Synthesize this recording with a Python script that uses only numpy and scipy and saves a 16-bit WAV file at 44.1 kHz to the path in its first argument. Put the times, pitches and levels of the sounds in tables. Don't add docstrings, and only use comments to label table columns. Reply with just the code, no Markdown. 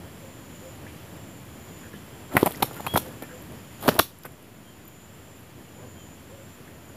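import sys
import numpy as np
from scipy import signal
from scipy.fft import rfft, irfft, next_fast_len
from scipy.io import wavfile
from scipy.ndimage import map_coordinates

SR = 44100
rng = np.random.default_rng(int(sys.argv[2]) if len(sys.argv) > 2 else 0)


def file_out(sig):
    cols = np.atleast_2d(sig).T
    lim = np.clip(cols, -1, 1)
    pcm = np.round(lim * 32767).astype(np.int16)
    wavfile.write(sys.argv[1], SR, pcm)


def convert_level_to_amplitude(level_db):
    exponent = np.asarray(level_db, float) / 20
    return 10 ** exponent


N = 307328


def unit(x):
    return x / np.sqrt(np.mean(x ** 2) + 1e-20)


def along(points, hz):
    f, v = np.transpose(points)
    return np.interp(np.log(hz + 1), np.log(f + 1), v)


def curves(rows):
    s, *cols = np.transpose(rows)
    return [np.interp(np.arange(N) / SR, s, c) for c in cols]


def gate(rows, fade_s):
    t = np.arange(N) / SR
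    return np.clip(np.minimum(t - rows[0][0], rows[-1][0] - t) / fade_s, 0, 1)


def wobble(rate_hz):
    knots = rng.standard_normal(int(N * rate_hz / SR) + 4)
    return map_coordinates(knots, [np.arange(N) * rate_hz / SR])


def noise(spectrum):
    m = next_fast_len(N)
    gain = convert_level_to_amplitude(along(spectrum, np.fft.rfftfreq(m, 1 / SR)))
    return unit(irfft(rfft(rng.standard_normal(m)) * gain, m)[:N])


def narrow(hz, spread_hz, t):
    knots = rng.standard_normal((2, 2 + int(t[-1] * 8000)))
    a, b = (map_coordinates(k, [t * min(spread_hz, 4000) * 2]) for k in knots)
    return (1 + a) * np.sin(2 * np.pi * hz * t) + b * np.cos(2 * np.pi * hz * t)


def burst(t, rise_s, t60_s):
    shape = (1 - np.exp(-t / rise_s)) * convert_level_to_amplitude(-60 * t / t60_s)
    return shape / shape.max()


def add(track, s, sound):
    track[round(s * SR):][:len(sound)] += sound


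# t/s, level/dB
AIR_LEVEL = [(0.0, -45.5), (2.37, -45), (2.5, -43.5), (3.03, -43), (3.65, -46), (3.86, -43), (3.94, -39),
             (4.04, -49), (4.21, -50), (5.01, -49), (5.8, -48), (6.97, -46.5)]
# f/Hz, density/dB per Hz
HUM_SPECTRUM = [(21, -63), (35, -6.5), (61, -2.5), (87, -2), (306, -6.5), (376, -9.5), (484, -13),
                (593, -12.5), (1500, -26), (1950, -25), (3300, -120)]
# f/Hz, density/dB per Hz
HISS_SPECTRUM = [(400, -120), (900, -4), (3300, -6), (3700, -11.5), (5500, -13.5), (8500, -16.5),
                 (9300, -15), (9800, -8), (10500, -15), (10900, -16), (11100, -8.5), (13000, -12.5),
                 (15500, -15.5), (15700, -50)]
HISS_DB = -6.5


def air():
    level_db, = curves(AIR_LEVEL)
    roll_db = .8 * wobble(6) + 1.1 * wobble(25)
    hum = convert_level_to_amplitude(level_db - 0.5 + roll_db) * noise(HUM_SPECTRUM)
    return hum + convert_level_to_amplitude(level_db + HISS_DB + 0.44 * wobble(5)) * noise(HISS_SPECTRUM)


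# start t/s, end t/s, level/dB
LOW_SINGER_PHRASES = [
    (.22, .79, -56.5),
    (1.42, 1.917, -55),
    (2.6, 2.895, -53.5),
    (3.5, 3.98, -56),
    (4.5, 5.13, -59.5),
    (5.56, 6.205, -56),
    (6.65, 7.1, -61),
]
# start t/s, end t/s, level/dB
HIGH_SINGER_PHRASES = [
    (0, .42, -59.5),
    (1.02, 1.427, -57.5),
    (1.955, 2.558, -57),
    (3.053, 3.453, -59),
    (4.076, 4.384, -63.5),
    (4.948, 5.429, -60),
    (6.099, 6.605, -59.5),
]
# body start f/Hz, body end f/Hz, click rate/Hz
CICADA_VOICES = [
    (7050, 7040, 178),
    (7400, 7190, 192),
]


def cicadas():
    out = np.zeros(N + SR)
    size, drift_rad, pace = convert_level_to_amplitude(2.0 * wobble(90)), 1.46 * wobble(230), 1 + 0.041 * wobble(40)
    singers = zip((LOW_SINGER_PHRASES, HIGH_SINGER_PHRASES), CICADA_VOICES)
    phrases = [row + voice for singer, voice in singers for row in singer]
    for start, end, db, from_hz, to_hz, rate_hz in phrases:
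        at = slice(max(0, round(start * SR)), min(N, round(end * SR)))
        u = np.linspace(0, 1, at.stop - at.start)
        beat = np.cumsum(rate_hz * pace[at]) / SR % 1
        body_hz = from_hz + (to_hz - from_hz) * u
        ring = np.sin(2 * np.pi * np.cumsum(body_hz) / SR + drift_rad[at])
        swell = np.minimum(convert_level_to_amplitude(-11 * (1 - u) ** 2), (1 - u) * 9)
        out[at] += convert_level_to_amplitude(db) * swell * unit(beat * np.exp(-beat / 0.25) * size[at] * ring)
    far = noise([(6300, -40), (6750, -4), (7200, 0), (7600, -4), (8100, -40)])
    return out[:N] + convert_level_to_amplitude(curves(AIR_LEVEL)[0] - 18.5 + 0.97 * wobble(2.98)) * far


# t/s, length/s, level/dB, start f/Hz, end f/Hz
WHISTLE_CALLS = [
    (2.866, .115, -38.5, 3050, 3340),
]
# t/s, length/s, level/dB, start f/Hz, end f/Hz
FAINT_BIRD_CALLS = [
    (4.64, 0.13, -58.5, 3210, 3130),
    (5.665, .035, -58, 2600, 3000),
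    (5.8, .085, -59, 1685, 1530),
    (5.94, .14, -58.5, 3230, 3090),
]
# t/s, length/s, level/dB, start f/Hz, end f/Hz
COO_CALLS = [
    (.2, .12, -48.5, 542, 537),
    (.61, .1, -45, 505, 541),
    (3.0, 0.13, -45, 531, 508),
    (3.29, 0.12, -44.5, 492, 518),
    (6.28, 0.096, -46, 463, 582),
    (6.36, 0.095, -48, 516, 578),
]
SAG = 0.029


def birds():
    out = np.zeros(N)
    drift, flutter = wobble(70), wobble(45)
    kinds = ((WHISTLE_CALLS, .6, 9.0, .12), (FAINT_BIRD_CALLS, 1.5, 2.6, 1.5), (COO_CALLS, .9, 2.6, 1.5))
    for calls, smear, steep, glide in kinds:
        for s, length_s, db, from_hz, to_hz in calls:
            at = slice(round(s * SR), round((s + length_s) * SR))
            u = np.linspace(0, 1, at.stop - at.start)
            reached = np.expm1(-u / glide) / np.expm1(-1 / glide)
            hz = from_hz + (to_hz - from_hz) * reached - SAG * to_hz * u ** 2
            tone = np.sin(2 * np.pi * np.cumsum(hz) / SR + smear * drift[at])
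            swell = np.clip(steep * np.minimum(u, 1 - u), 0, 1)
            out[at] += swell * convert_level_to_amplitude(db + 0.5 + 1.7 * smear * flutter[at]) * tone
    return out


# f/Hz, t60/s
BUSH_T60 = [(200, 0.06), (1500, 0.18), (3200, 0.2), (7000, 0.26), (12000, 0.22)]
# f/Hz, level/dB
BUSH_SPECTRUM = [(200, -2), (1200, -11), (3200, -0.5), (7000, 4.5), (12000, 1.5)]


def bushes(x):
    out = np.zeros(N + SR)
    for k in range(0, N, 2048):
        if not x[k:k + 2048].any():
            continue
        hz, t, z = signal.stft(rng.standard_normal(SR // 5), SR, nperseg=128)
        leaves = convert_level_to_amplitude(2.9 * rng.standard_normal(len(t)))
        decay_db = along(BUSH_SPECTRUM, hz)[:, None] - 60 * t / along(BUSH_T60, hz)[:, None]
        tail = signal.istft(z * leaves * convert_level_to_amplitude(decay_db), SR, nperseg=128)[1]
        add(out, k / SR + .004, signal.fftconvolve(x[k:k + 2048], tail / np.sqrt(SR * 0.014)))
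    return out[:N]


# t/s, peak level/dB, f/Hz
BRIGHT_TICKS = [(1.1657, -36, 11700), (1.7893, -38, 12300), (2.3296, -40, 11800), (2.5726, -32, 12300),
                (2.5804, -37, 11300), (2.7364, -39, 11400), (3.1244, -31, 11600), (3.2291, -28, 13000),
                (3.2344, -27, 11600), (3.4251, -34, 13000), (3.5209, -33, 11200), (3.7284, -37, 11300),
                (3.8102, -33, 12400), (4.1874, -35, 11300), (4.2343, -32, 12400), (4.259, -30, 11200),
                (4.2649, -33, 11400), (4.3211, -37, 11300), (4.4268, -37, 11600), (4.8484, -43, 11100),
                (4.8539, -36, 12700), (4.8788, -33, 12700), (4.8834, -32, 13100), (5.3712, -42, 13000),
                (5.3936, -39, 12700), (5.4064, -40, 12200), (5.4306, -40, 12200), (5.6201, -42, 10100),
                (6.5494, -47, 11400)]
# t/s, peak level/dB, f/Hz
DULL_WIRE_TICKS = [
    (2.517, -30, 3500),
    (2.553, -28, 5200),
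    (2.559, -28, 5500),
    (2.606, -32, 6200),
    (4.236, -36, 5000),
]
# t/s, level/dB, f/Hz, length/s, spread f/Hz
TWIG_RUSTLES = [(0.865, -39, 1790, 0.0082, 120), (.87, -53, 2380, 0.052, 1014),
                (1.831, -50, 1645, 0.054, 294), (1.927, -51, 1700, 0.049, 312),
                (1.945, -54, 3050, 0.034, 496), (2.546, -45, 2000, 0.0085, 500),
                (2.71, -34, 790, 0.0074, 600), (2.763, -43, 1404, 0.029, 1006),
                (2.795, -38.5, 935, 0.015, 504), (2.845, -50, 900, 0.017, 503),
                (3.217, -48, 1783, 0.049, 905), (3.289, -50.5, 1640, 0.055, 400),
                (4.247, -41.5, 1512, 0.026, 1133), (5.759, -55.5, 500, 0.18, 151),
                (5.782, -59, 998, 0.13, 399), (6.674, -52, 1720, .025, 504),
                (3.215, -44.5, 766, 0.032, 312), (2.372, -27, 1954, 0.012, 890),
                (3.86, -33.5, 596, 0.021, 503), (3.984, -23, 800, 0.013, 297),
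                (1.898, -51, 202.7, 0.2, 120), (2.312, -46, 1320, 0.024, 826), (3.949, -42, 696, 0.03, 480)]


def ticks():
    out = np.zeros(N + SR)
    t = np.arange(SR // 50) / SR
    for s, db, hz in BRIGHT_TICKS + DULL_WIRE_TICKS:
        add(out, s, convert_level_to_amplitude(db - 9.5) * narrow(hz, 2040, t) * burst(t, 0.00016, 0.0062))
    t = np.arange(SR // 5) / SR
    for s, db, hz, length_s, spread_hz in TWIG_RUSTLES:
        swell = np.sin(np.pi * np.clip(t / length_s, 0, 1) ** 0.57)
        add(out, s, convert_level_to_amplitude(db) * narrow(hz, spread_hz, t) * swell)
    return out[:N]


# t/s, level/dB
SWISH_EFFORT = [
    [(2.3, -39), (2.386, -22), (2.522, -38.5), (2.918, -39), (3.1, -40.5)],
    [(3.78, -42.5), (3.882, -27.5), (3.942, -33), (4.01, -46), (4.1, -53)],
]
FEATHER_DB = -13.5


def swish():
    out = np.zeros(N)
    for rows in SWISH_EFFORT:
        effort_db, = curves(rows)
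        lumps = convert_level_to_amplitude(3.5 * wobble(70))
        pushed = noise([(50, -10), (200, 6.5), (600, 5.0), (1800, -3.0), (4000, -23), (9000, -60)])
        wind = unit(lumps * pushed)
        grains = convert_level_to_amplitude(4.4 * wobble(250))
        rub = unit(grains * (noise(CRACKLE_SPECTRUM) + .5 * noise(SLAP_SPECTRUM)))
        out += gate(rows, 0.028) * convert_level_to_amplitude(effort_db) * (convert_level_to_amplitude(-9) * wind + convert_level_to_amplitude(FEATHER_DB) * rub)
    return out


# t/s, push level/dB, push f/Hz, slap level/dB, crackle level/dB
HARD_BLOWS = [(2.354, -13, 290, -45, -40), (2.3676, -8, 610, -47, -24), (2.3687, -2, 1930, -52, -17),
              (2.3706, -6, 1220, -31, -36.5), (2.3762, -9, 850, -60, -37), (2.3775, -15, 1860, -45, -37),
              (2.4305, -3, 360, -27.5, -26), (2.4608, -13, 720, -36, -17.5),
              (2.6258, -13.5, 675, -16.5, -22), (2.6286, -8, 864, -48, -23), (2.631, -8.5, 930, -36, -20.5),
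              (2.9617, -6, 755, -31, -29), (2.9763, -8, 905, -23.5, -20.5), (3.8812, -8, 1100, -22, -30),
              (3.8832, -6.5, 270, -33, -39), (3.8874, -7.5, 620, -20.5, -25.5),
              (3.8886, -6, 1490, -35, -28), (3.8907, -5.5, 483, -22, -21), (3.8955, -14, 540, -34, -28),
              (3.9903, -31, 1310, -25, -12.5), (3.993, -5, 1280, -14, -14.5),
              (3.9942, -5.5, 1100, -29.5, -22), (3.9958, -7, 585, -20.5, -21),
              (3.9986, -2.5, 1160, -43, -38)]
# t/s, length/s, push level/dB, push f/Hz, crackle level/dB
FEATHER_RUFFLES = [(1.941, .001, -30, 400, -52), (2.3396, .011, -28, 480, -50),
                   (2.4385, .001, -20, 350, -40), (2.4646, .013, -11, 756, -23.5),
                   (2.5087, .001, -28, 500, -33), (2.522, .001, -42, 650, -31.5),
                   (2.605, .001, -28, 510, -48), (2.6234, .001, -15.5, 740, -27),
                   (2.645, .001, -26, 470, -58), (2.767, .005, -33, 900, -41),
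                   (2.8059, .001, -23, 680, -34.5), (2.8659, .007, -17, 1090, -28.5),
                   (2.881, .001, -31, 1200, -37), (2.9395, .01, -20, 520, -29),
                   (2.9587, .001, -9, 1290, -31), (2.9653, .001, -15.5, 446, -24),
                   (2.9734, .001, -14, 1220, -18), (2.9812, .001, -22, 400, -25),
                   (3.2235, .006, -28, 480, -34), (3.827, .027, -28, 960, -31.5),
                   (3.859, .008, -23, 600, -38), (3.8793, .001, -14, 900, -20.5),
                   (3.953, .02, -24.5, 520, -34), (4.2527, .013, -30.5, 690, -38)]
SNAP_GAP_S, SNAP_SCATTER_DB, PITCH_SCATTER = .0035, 2.1, 0.42
SLAP_UNDER_DB, LATER_DB = -9, 0.4


def snaps():
    rows = list(HARD_BLOWS)
    luck_of_each = rng.standard_normal((len(FEATHER_RUFFLES), 3, 10))
    for (s, length_s, db, hz, crackle_db), luck in zip(FEATHER_RUFFLES, luck_of_each):
        gaps_s = SNAP_GAP_S * np.exp(.25 * luck[0])
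        late_s = np.cumsum(gaps_s) - gaps_s[0]
        loose = late_s > 0
        size_db = (SNAP_SCATTER_DB * luck[1] - LATER_DB) * loose
        pitch_hz = hz * np.exp(PITCH_SCATTER * luck[2] * loose)
        barbs_db = crackle_db + size_db - 6 * loose
        row_of_snaps = zip(s + late_s, db + size_db, pitch_hz, barbs_db + SLAP_UNDER_DB, barbs_db)
        rows += [row for row in row_of_snaps if row[0] <= s + length_s]
    return rows


# f/Hz, level/dB
SLAP_SPECTRUM = [(800, -25), (2200, -0.5), (3200, 6), (4500, 1), (6000, -6.5), (8500, -17)]
# f/Hz, level/dB
CRACKLE_SPECTRUM = [(5000, -25), (8500, -9.5), (10000, -6), (11500, 2.5), (13500, -3), (15400, -7),
                    (16800, -39)]


def claps():
    push, slap, crackle = np.zeros((3, N + SR))
    t = np.arange(SR // 30) / SR
    lead_s = .006
    for s, db, hz, slap_db, crackle_db in snaps():
        u = (t - lead_s) * hz
        life = .5 + 0.43 * (hz / 1000) ** 2
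        bell = np.where(u < 0, np.exp(-(u / .5) ** 4), np.exp(-np.abs(u) / life))
        swing = -np.cos(2 * np.pi * u) * bell
        edge = -.4 / (1 + (hz / 900) ** 4) * np.sin(2 * np.pi * 2.52 * u) * bell ** 2
        after_s = np.maximum(t - lead_s + 0.0016, 0)
        thud = -.2 * np.sin(2 * np.pi * rng.uniform(83, 304) * after_s) * np.exp(-after_s / 0.0065)
        add(push, s - lead_s, convert_level_to_amplitude(db - 0.5) * (swing + edge + thud))
        add(slap, s - .0004, convert_level_to_amplitude(slap_db) * burst(t, 0.000045, 0.017))
        add(crackle, s - .0004, convert_level_to_amplitude(crackle_db) * burst(t, 0.000088, 0.013))
    return push[:N] + slap[:N] * noise(SLAP_SPECTRUM) + crackle[:N] * noise(CRACKLE_SPECTRUM)


def scene():
    near = claps() + ticks()
    return (near + convert_level_to_amplitude(-13) * bushes(near) + swish() + birds() + cicadas() + air())[None]


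def top_cut(x):
    return signal.sosfilt(signal.butter(12, 16450, fs=SR, output="sos"), x)


# f/Hz, gain/dB
MIC_RESPONSE = [(15, -22), (45, -11.5), (90, 2), (15500, -1), (15700, -20), (16600, -40), (17500, -80)]


def record(dry):
    m = next_fast_len(N + 8192)
    gain = convert_level_to_amplitude(along(MIC_RESPONSE, np.fft.rfftfreq(m, 1 / SR)))
    heard = irfft(rfft(dry, m) * gain, m)[:, :N]
    mix = np.clip(heard - .0011, -1, 1)
    return top_cut(mix)


dry = scene()
out = record(dry)
file_out(out)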